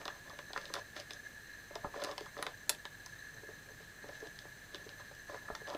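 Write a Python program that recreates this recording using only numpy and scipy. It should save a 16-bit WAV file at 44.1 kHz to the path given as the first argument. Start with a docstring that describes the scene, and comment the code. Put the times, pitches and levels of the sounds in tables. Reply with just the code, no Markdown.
"""Indoors, close to a small microphone, two cats eat dry kibble from bowls set in a plastic tray.
Pellets crack between teeth, knock and shuffle against the bowls, whose few low modes ring briefly;
twice a push sets the tray swinging. A small fan or motor whines steadily in narrow bands of noise
over rumble, hiss and a faint mains hum."""
import sys
import numpy as np
from scipy import signal
from scipy.fft import rfft, irfft
from scipy.io import wavfile

SR = 44100
rng = np.random.default_rng(int(sys.argv[2]) if len(sys.argv) > 2 else 0)


def wav_out(sig):
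    """Save sig, one row per channel (or a flat mono array), as 16-bit PCM at SR to the path in sys.argv[1]."""
    wavfile.write(sys.argv[1], SR, np.round(np.clip(np.atleast_2d(sig).T, -1, 1) * 32767).astype(np.int16))


N = 254456

# The ring of bowl and tray. Each row: pitch in Hz, relative level in dB, t60 in seconds.
BOWL_MODES = [(333, -10.5, 0.02), (440, -6, 0.024), (500, -8, 0.018), (599, -7.5, 0.038),
              (724, -6.5, 0.021), (1020, -3.5, 0.029), (1180, -3, 0.022), (1382, -0.5, 0.019),
              (1800, 4, 0.011)]
# The click of dry pellet and teeth. Each row: pitch in Hz, relative level in dB, t60 in seconds.
PELLET_MODES = [(2060, 1.5, 0.0024), (3440, -3.5, 0.0041), (4250, -5, 0.0034), (5030, -2.5, 0.0026),
                (6210, -10, 0.0085), (7570, -18, 0.0053)]


def from_db(db):
    """Decibels to gain."""
    return 10 ** (np.asarray(db) / 20)


def unit_rms(x):
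    """The signal scaled to an rms of 1."""
    return x / np.sqrt(np.mean(x ** 2) + 1e-20)


def high_pass(x, hz):
    """Small bodies radiate little below their lowest mode."""
    return signal.sosfilt(signal.butter(4, hz, "high", fs=SR, output="sos"), x)


def soften(x):
    """Rounded contacts carry little treble, and the bowl radiates little bass."""
    return high_pass(signal.sosfilt(signal.butter(2, 2300, fs=SR, output="sos"), x), hz=250)


def ring(clicks, hz, t60):
    """Each click sets a damped sine ringing."""
    r, w = from_db(-60 / (t60 * SR)), 2 * np.pi * hz / SR
    return signal.lfilter([0, np.sin(w)], [1, -2 * r * np.cos(w), r * r], clicks + 1e-18)


def drift(rate_hz):
    """A smooth random wander with a spread of about 1."""
    r = np.exp(-2 * np.pi * rate_hz / SR)
    return unit_rms(signal.lfilter([1], [1, -2 * r, r * r], rng.standard_normal(N + SR)))[SR:]


def bursts(times, peaks, hz, t60, rise_s, decay_s, clicks_per_s):
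    """Each contact is a quick swell of uneven clicks that rings one mode up to the given peak."""
    t = np.arange(SR // 8) / SR
    swell = (1 - np.exp(-(t + 1 / SR) / rise_s)) * np.exp(-t / decay_s)
    hits = rng.random((len(times), len(t))) < clicks_per_s / SR
    clicks = hits * rng.standard_normal(hits.shape) * swell
    out = np.zeros(N + len(t))
    for start_s, peak, ringing in zip(times, peaks, ring(clicks, hz, t60)):
        start = round(start_s * SR)
        out[start:start + len(t)] += peak * ringing / np.max(np.abs(ringing))
    return out[:N]


def grains(modes, per_s, spread_db):
    """Random small contacts, a few larger than the rest, dealt among the modes; one row a mode."""
    sizes = from_db(spread_db * np.minimum(rng.exponential(1, N), 4)) * rng.choice([-1, 1], N)
    clicks = sizes * (rng.random(N) < per_s / SR)
    dealt = rng.integers(0, len(modes), N)
    rings = [from_db(db) * ring(clicks * (dealt == k), hz, t60) for k, (hz, db, t60) in enumerate(modes)]
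    return unit_rms(np.array(rings)) / np.sqrt(len(modes))


def nearness(hz, centre_hz, db_per_octave):
    """A mode rings less the further it lies from where a blow is strongest."""
    return from_db(-db_per_octave * np.abs(np.log2(hz / centre_hz)))


def motor_whine():
    """A small fan or motor sings in narrow noise resonances, its level fluttering a little."""
    # The bands of the whine. Each row: centre in Hz, width in Hz, level in dB.
    bands = [(1622, 53, -65.5), (1707.4, 106, -57), (1834, 107, -66), (2120, 22, -74.5), (4050, 440, -68.5),
             (6194, 220, -69.5), (8120, 91, -80.5)]
    out, flutter_db = np.zeros(N), 2.14 * drift(rate_hz=39)
    for hz, width_hz, level_db in bands:
        r = np.exp(-np.pi * width_hz / SR)
        band = rng.standard_normal(N)
        for _ in range(2):   # twice through, for steep skirts
            band = signal.lfilter([1, 0, -1], [1, -2 * r * np.cos(2 * np.pi * hz / SR), r * r], band)
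        out += from_db(level_db) * unit_rms(band)
    return out * from_db(flutter_db)


def room_tone(level_db=-58):
    """Room rumble and microphone hiss make one steady bed of coloured noise."""
    # The colour of the bed. Each row: frequency in Hz, relative noise density in dB.
    curve = [(20, 1), (45, -10), (120, 2.5), (250, -5.5), (600, -9), (950, -13.5), (1500, -8.5),
             (2400, -13), (3400, -16), (5200, -19), (7500, -17.5), (9800, -24.5), (15500, -21.5)]
    curve_hz, curve_db = np.transpose(curve)
    hz = np.fft.rfftfreq(N, 1 / SR)
    colour = from_db(np.interp(np.log(hz + 1), np.log(curve_hz), curve_db)) * (hz > 15)
    return from_db(level_db) * unit_rms(irfft(rfft(rng.standard_normal(N)) * colour, N))


def mains_hum():
    """The mains hums in two low tones, each wavering slightly in phase."""
    # The tones of the hum. Each row: pitch in Hz, rms level in dB.
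    tones = [(48.4, -70.5), (96.9, -73)]
    t = np.arange(N) / SR
    return sum(np.sqrt(2) * from_db(db) * np.sin(2 * np.pi * hz * t + 0.26 * drift(rate_hz=4.2))
               for hz, db in tones)


def kibble_shuffle(swell_db_per_s=710, fade_db_per_s=550):
    """Dense pellet contacts drive the bowl, most near one pitch; the sharper ones also click."""
    # Spells of pellets ground and pushed about. Each row: start of full strength in seconds,
    # hold in seconds, bowl rumble in dB, centre of the ring in Hz, pellet crackle in dB.
    spells = [(0.0, 0.017, -43.5, 675, -60), (0.092, 0.087, -53.5, 760, -67),
              (0.27, 0.044, -51.5, 690, -66), (0.39, 0.0075, -49, 680, -62), (0.56, 0.027, -48, 496, -56),
              (0.62, 0.077, -52, 580, -62), (0.754, 0.035, -39.5, 625, -54),
              (0.968, 0.038, -46, 630, -52.5), (1.108, 0.042, -55, 634, -60.5),
              (1.745, .025, -46, 730, -72), (1.854, 0.0059, -36.5, 550, -70),
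              (1.945, 0.056, -42.5, 600, -60), (2.02, 0.099, -37, 670, -55.5), (2.18, 0.058, -52, 700, -62),
              (2.375, 0.12, -44.5, 646, -61), (2.706, .01, -48, 760, -72), (3.35, 0.077, -56.5, 472, -82),
              (3.485, 0.027, -53, 440, -82), (3.68, .03, -53.5, 497, -81), (3.808, .01, -58, 487, -65),
              (4.042, 0.02, -52.5, 490, -71), (4.085, 0.015, -46.5, 490, -68), (4.12, 0.054, -58, 505, -64),
              (4.226, 0.042, -44.5, 465, -66), (4.41, 0.054, -58.5, 500, -74),
              (4.74, 0.024, -48.5, 460, -61), (4.8, 0.14, -55, 450, -70), (5.005, 0.0059, -51.5, 810, -62),
              (5.295, 0.069, -45, 690, -60.5), (5.43, .17, -56, 700, -73), (5.679, 0.066, -38.5, 714, -59)]
    t = np.arange(N) / SR
    rumble, crackle, weighted_hz = np.full(N, 1e-12), np.zeros(N), np.zeros(N)
    for start_s, hold_s, rumble_db, centre_hz, crackle_db in spells:
        before_s, after_s = np.maximum(start_s - t, 0), np.maximum(t - start_s - hold_s, 0)
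        effort = from_db(-swell_db_per_s * before_s - fade_db_per_s * after_s)
        rumble += from_db(rumble_db) * effort
        weighted_hz += from_db(rumble_db) * effort * centre_hz
        crackle += from_db(crackle_db) * effort
    mode_gains = nearness(np.array(BOWL_MODES)[:, :1], weighted_hz / rumble + 1, db_per_octave=12)
    bowl = np.sum(mode_gains * grains(BOWL_MODES, per_s=6000, spread_db=3.0), axis=0)
    pellets = np.sum(grains(PELLET_MODES, per_s=3300, spread_db=0.5), axis=0)
    return rumble * soften(bowl) + crackle * high_pass(pellets, hz=1190)


def pellet_cracks():
    """A pellet splits in a few milliseconds of fractures that ring its small, heavily damped modes."""
    # Pellets cracking between teeth. Each row: start in seconds, level in dB, centre in Hz,
    # top octave in dB against that level.
    bites = [(0.0144, -38.5, 2330, -33), (0.054, -30, 4440, -40), (0.079, -29, 3500, -37),
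             (0.2965, -39.5, 3870, -25), (0.389, -31.5, 2760, -36), (0.532, -29.5, 3800, -39),
             (0.5755, -28.5, 3270, -37), (0.614, -41, 4010, -25), (0.6544, -35.5, 4140, -27),
             (0.7388, -21.5, 5100, -13), (0.753, -31, 3240, -18), (0.9642, -35.5, 3820, -25),
             (0.9986, -34, 5100, -17), (1.107, -29.5, 3840, -21), (1.1333, -33.5, 5840, -32),
             (1.7545, -30.5, 3970, -33), (2.001, -42, 4320, -24), (2.0186, -33, 3600, -28),
             (2.038, -26, 5040, -10), (2.0463, -26, 5030, -22), (2.1127, -35.5, 4900, -32),
             (2.1797, -27.5, 3670, -36), (2.207, -33.5, 3020, -28), (2.2588, -39.5, 3850, -27),
             (2.378, -41, 4080, -26), (2.387, -41.5, 3360, -21), (2.426, -25, 2140, -5),
             (2.4659, -22.5, 3180, -39), (2.6941, -14.5, 5250, -2), (2.6988, -31, 5550, 8),
             (2.7475, -39, 3720, -23), (2.853, -29.5, 3380, -37), (3.061, -32.5, 6060, -14),
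             (4.087, -45, 4500, -25), (4.153, -48, 3600, -25), (4.2025, -44, 5200, -23),
             (4.2707, -41, 4200, -25), (4.389, -34.5, 4250, -31), (4.7452, -30, 3440, -39),
             (4.7558, -37, 3660, -26), (4.8913, -36, 3420, -27), (5.1495, -45, 5000, -22),
             (5.5512, -29, 4400, -43), (5.673, -38, 3160, -27), (5.6857, -41, 5230, -29),
             (5.693, -40, 5040, -27), (5.7004, -35, 4000, -28), (5.7477, -32, 3010, -31)]
    # The crisp top octave of a crack. Each row: pitch in Hz, relative level in dB, t60 in seconds.
    top_modes = [(7900, 4.5, 0.00043), (10000, -14, 0.0018), (10220, -1.5, 0.0025), (12400, -12, 0.0014),
                 (14900, -22, 0.0016)]
    starts, level_db, centre_hz, top_db = np.transpose(bites)
    fractures = dict(decay_s=0.0014, clicks_per_s=11000)
    out = np.zeros(N)
    for hz, mode_db, t60 in PELLET_MODES:
        peaks = from_db(level_db + mode_db) * nearness(hz, centre_hz, db_per_octave=16)
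        out += bursts(starts, peaks, hz, t60, rise_s=0.00039, **fractures)
    for hz, mode_db, t60 in top_modes:
        peaks = from_db(level_db + top_db + mode_db)
        out += bursts(starts, peaks, hz, t60, rise_s=0.00006, **fractures)
    return high_pass(out, hz=810)


def bowl_knocks():
    """Pellets and muzzles bump the bowls and set their modes ringing in a short, soft rattle."""
    # Bumps on the bowls. Each row: start in seconds, level in dB, centre of the ring in Hz,
    # fall-off from that centre in dB per octave.
    knocks = [(0.055, -32, 690, 10), (0.079, -35, 1040, 5.5), (0.3, -43, 1060, 10), (0.329, -37.5, 590, 17),
              (0.39, -40, 766, 10), (0.502, -37.5, 525, 11), (0.533, -37.5, 750, 14),
              (0.561, -33.5, 1460, 2), (0.575, -33, 1370, 11), (0.699, -39.5, 607, 6),
              (0.74, -32, 1180, 17), (0.752, -38.5, 533, 5), (0.763, -40, 600, 1), (0.965, -45, 595, -1.5),
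              (1.109, -40.5, 650, 17), (1.708, -40.5, 620, 14), (1.756, -27.5, 685, 13.5),
              (1.845, -27.5, 860, 17), (1.939, -40, 1020, 10), (1.961, -37, 564, 4.5),
              (2.021, -30.5, 592, 7.5), (2.044, -35, 622, 2), (2.179, -34, 940, 18),
              (2.208, -34.5, 447, 11), (2.26, -41.5, 1020, 12), (2.367, -41.5, 453, 2),
              (2.389, -32.5, 401, 5), (2.425, -36.5, 1440, -0.5), (2.467, -31, 790, 10),
              (2.696, -29.5, 650, 8.5), (2.853, -36.5, 1020, 16), (3.063, -45.5, 1020, 23),
              (3.432, -39.5, 480, 21), (3.489, -36.5, 400, 17), (3.705, -38.5, 493, 21),
              (3.803, -44, 425, 11), (4.041, -37, 490, 18), (4.09, -33, 480, 10), (4.225, -35.5, 428, 16),
              (4.452, -46.5, 425, 3.5), (4.745, -36.5, 425, 9), (4.863, -39, 428, 15),
              (4.996, -42, 800, 18), (5.112, -41, 750, 21), (5.294, -35.5, 640, 10), (5.344, -36.5, 800, 5),
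              (5.484, -39, 1010, 12), (5.501, -29.5, 656, 12.5), (5.549, -35.5, 1330, 12.5),
              (5.614, -37, 393, 13.5), (5.748, -23, 623, 21.5)]
    starts, level_db, centre_hz, db_per_octave = np.transpose(knocks)
    out = np.zeros(N)
    for hz, mode_db, t60 in BOWL_MODES:
        peaks = from_db(level_db + mode_db) * nearness(hz, centre_hz, db_per_octave)
        out += bursts(starts, peaks, hz, t60, rise_s=0.0006, decay_s=0.0025, clicks_per_s=2300)
    return soften(out)


def reflections(x, t60=0.16, level_db=-10):
    """Tray, floor and walls throw back a short noisy tail, the treble dying first."""
    t = np.arange(SR // 2) / SR
    white = rng.standard_normal(len(t)) * (t > .003)   # the first bounce arrives after 3 ms
    dull = signal.lfilter([.45], [1, -.55], white)
    tail = dull * from_db(-60 * t / t60) + (white - dull) * from_db(-60 * t / (0.35 * t60))
    return from_db(level_db) * signal.fftconvolve(x, tail / np.sqrt(np.sum(tail ** 2)))[:N]


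def tray_nudges():
    """A soft push moves the whole tray: a low swing damped within a few cycles."""
    # Two pushes, each a thud and then a deeper swing. Each row: start in seconds, level in dB, pitch in Hz.
    nudges = [(1.844, -36, 194), (1.867, -44, 55.7), (5.5, -40, 267), (5.519, -47, 58.7)]
    push = dict(rise_s=0.00081, decay_s=0.00094, clicks_per_s=4900)
    swings = sum(bursts([start_s], [from_db(db)], hz, t60=3.1 / hz, **push) for start_s, db, hz in nudges)
    return signal.sosfilt(signal.butter(2, 500, fs=SR, output="sos"), swings)


def scene():
    """The eating sounds with their reflections, over the steady background, in mono."""
    eating = pellet_cracks() + bowl_knocks() + kibble_shuffle()
    return (eating + reflections(eating) + tray_nudges() + motor_whine() + room_tone() + mains_hum())[None]


def record(dry):
    """A steep low-pass shuts out the highest treble."""
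    stop_hz = 16100
    return signal.sosfilt(signal.cheby2(14, 60, stop_hz, fs=SR, output="sos"), dry)


dry = scene()
out = record(dry)
wav_out(out)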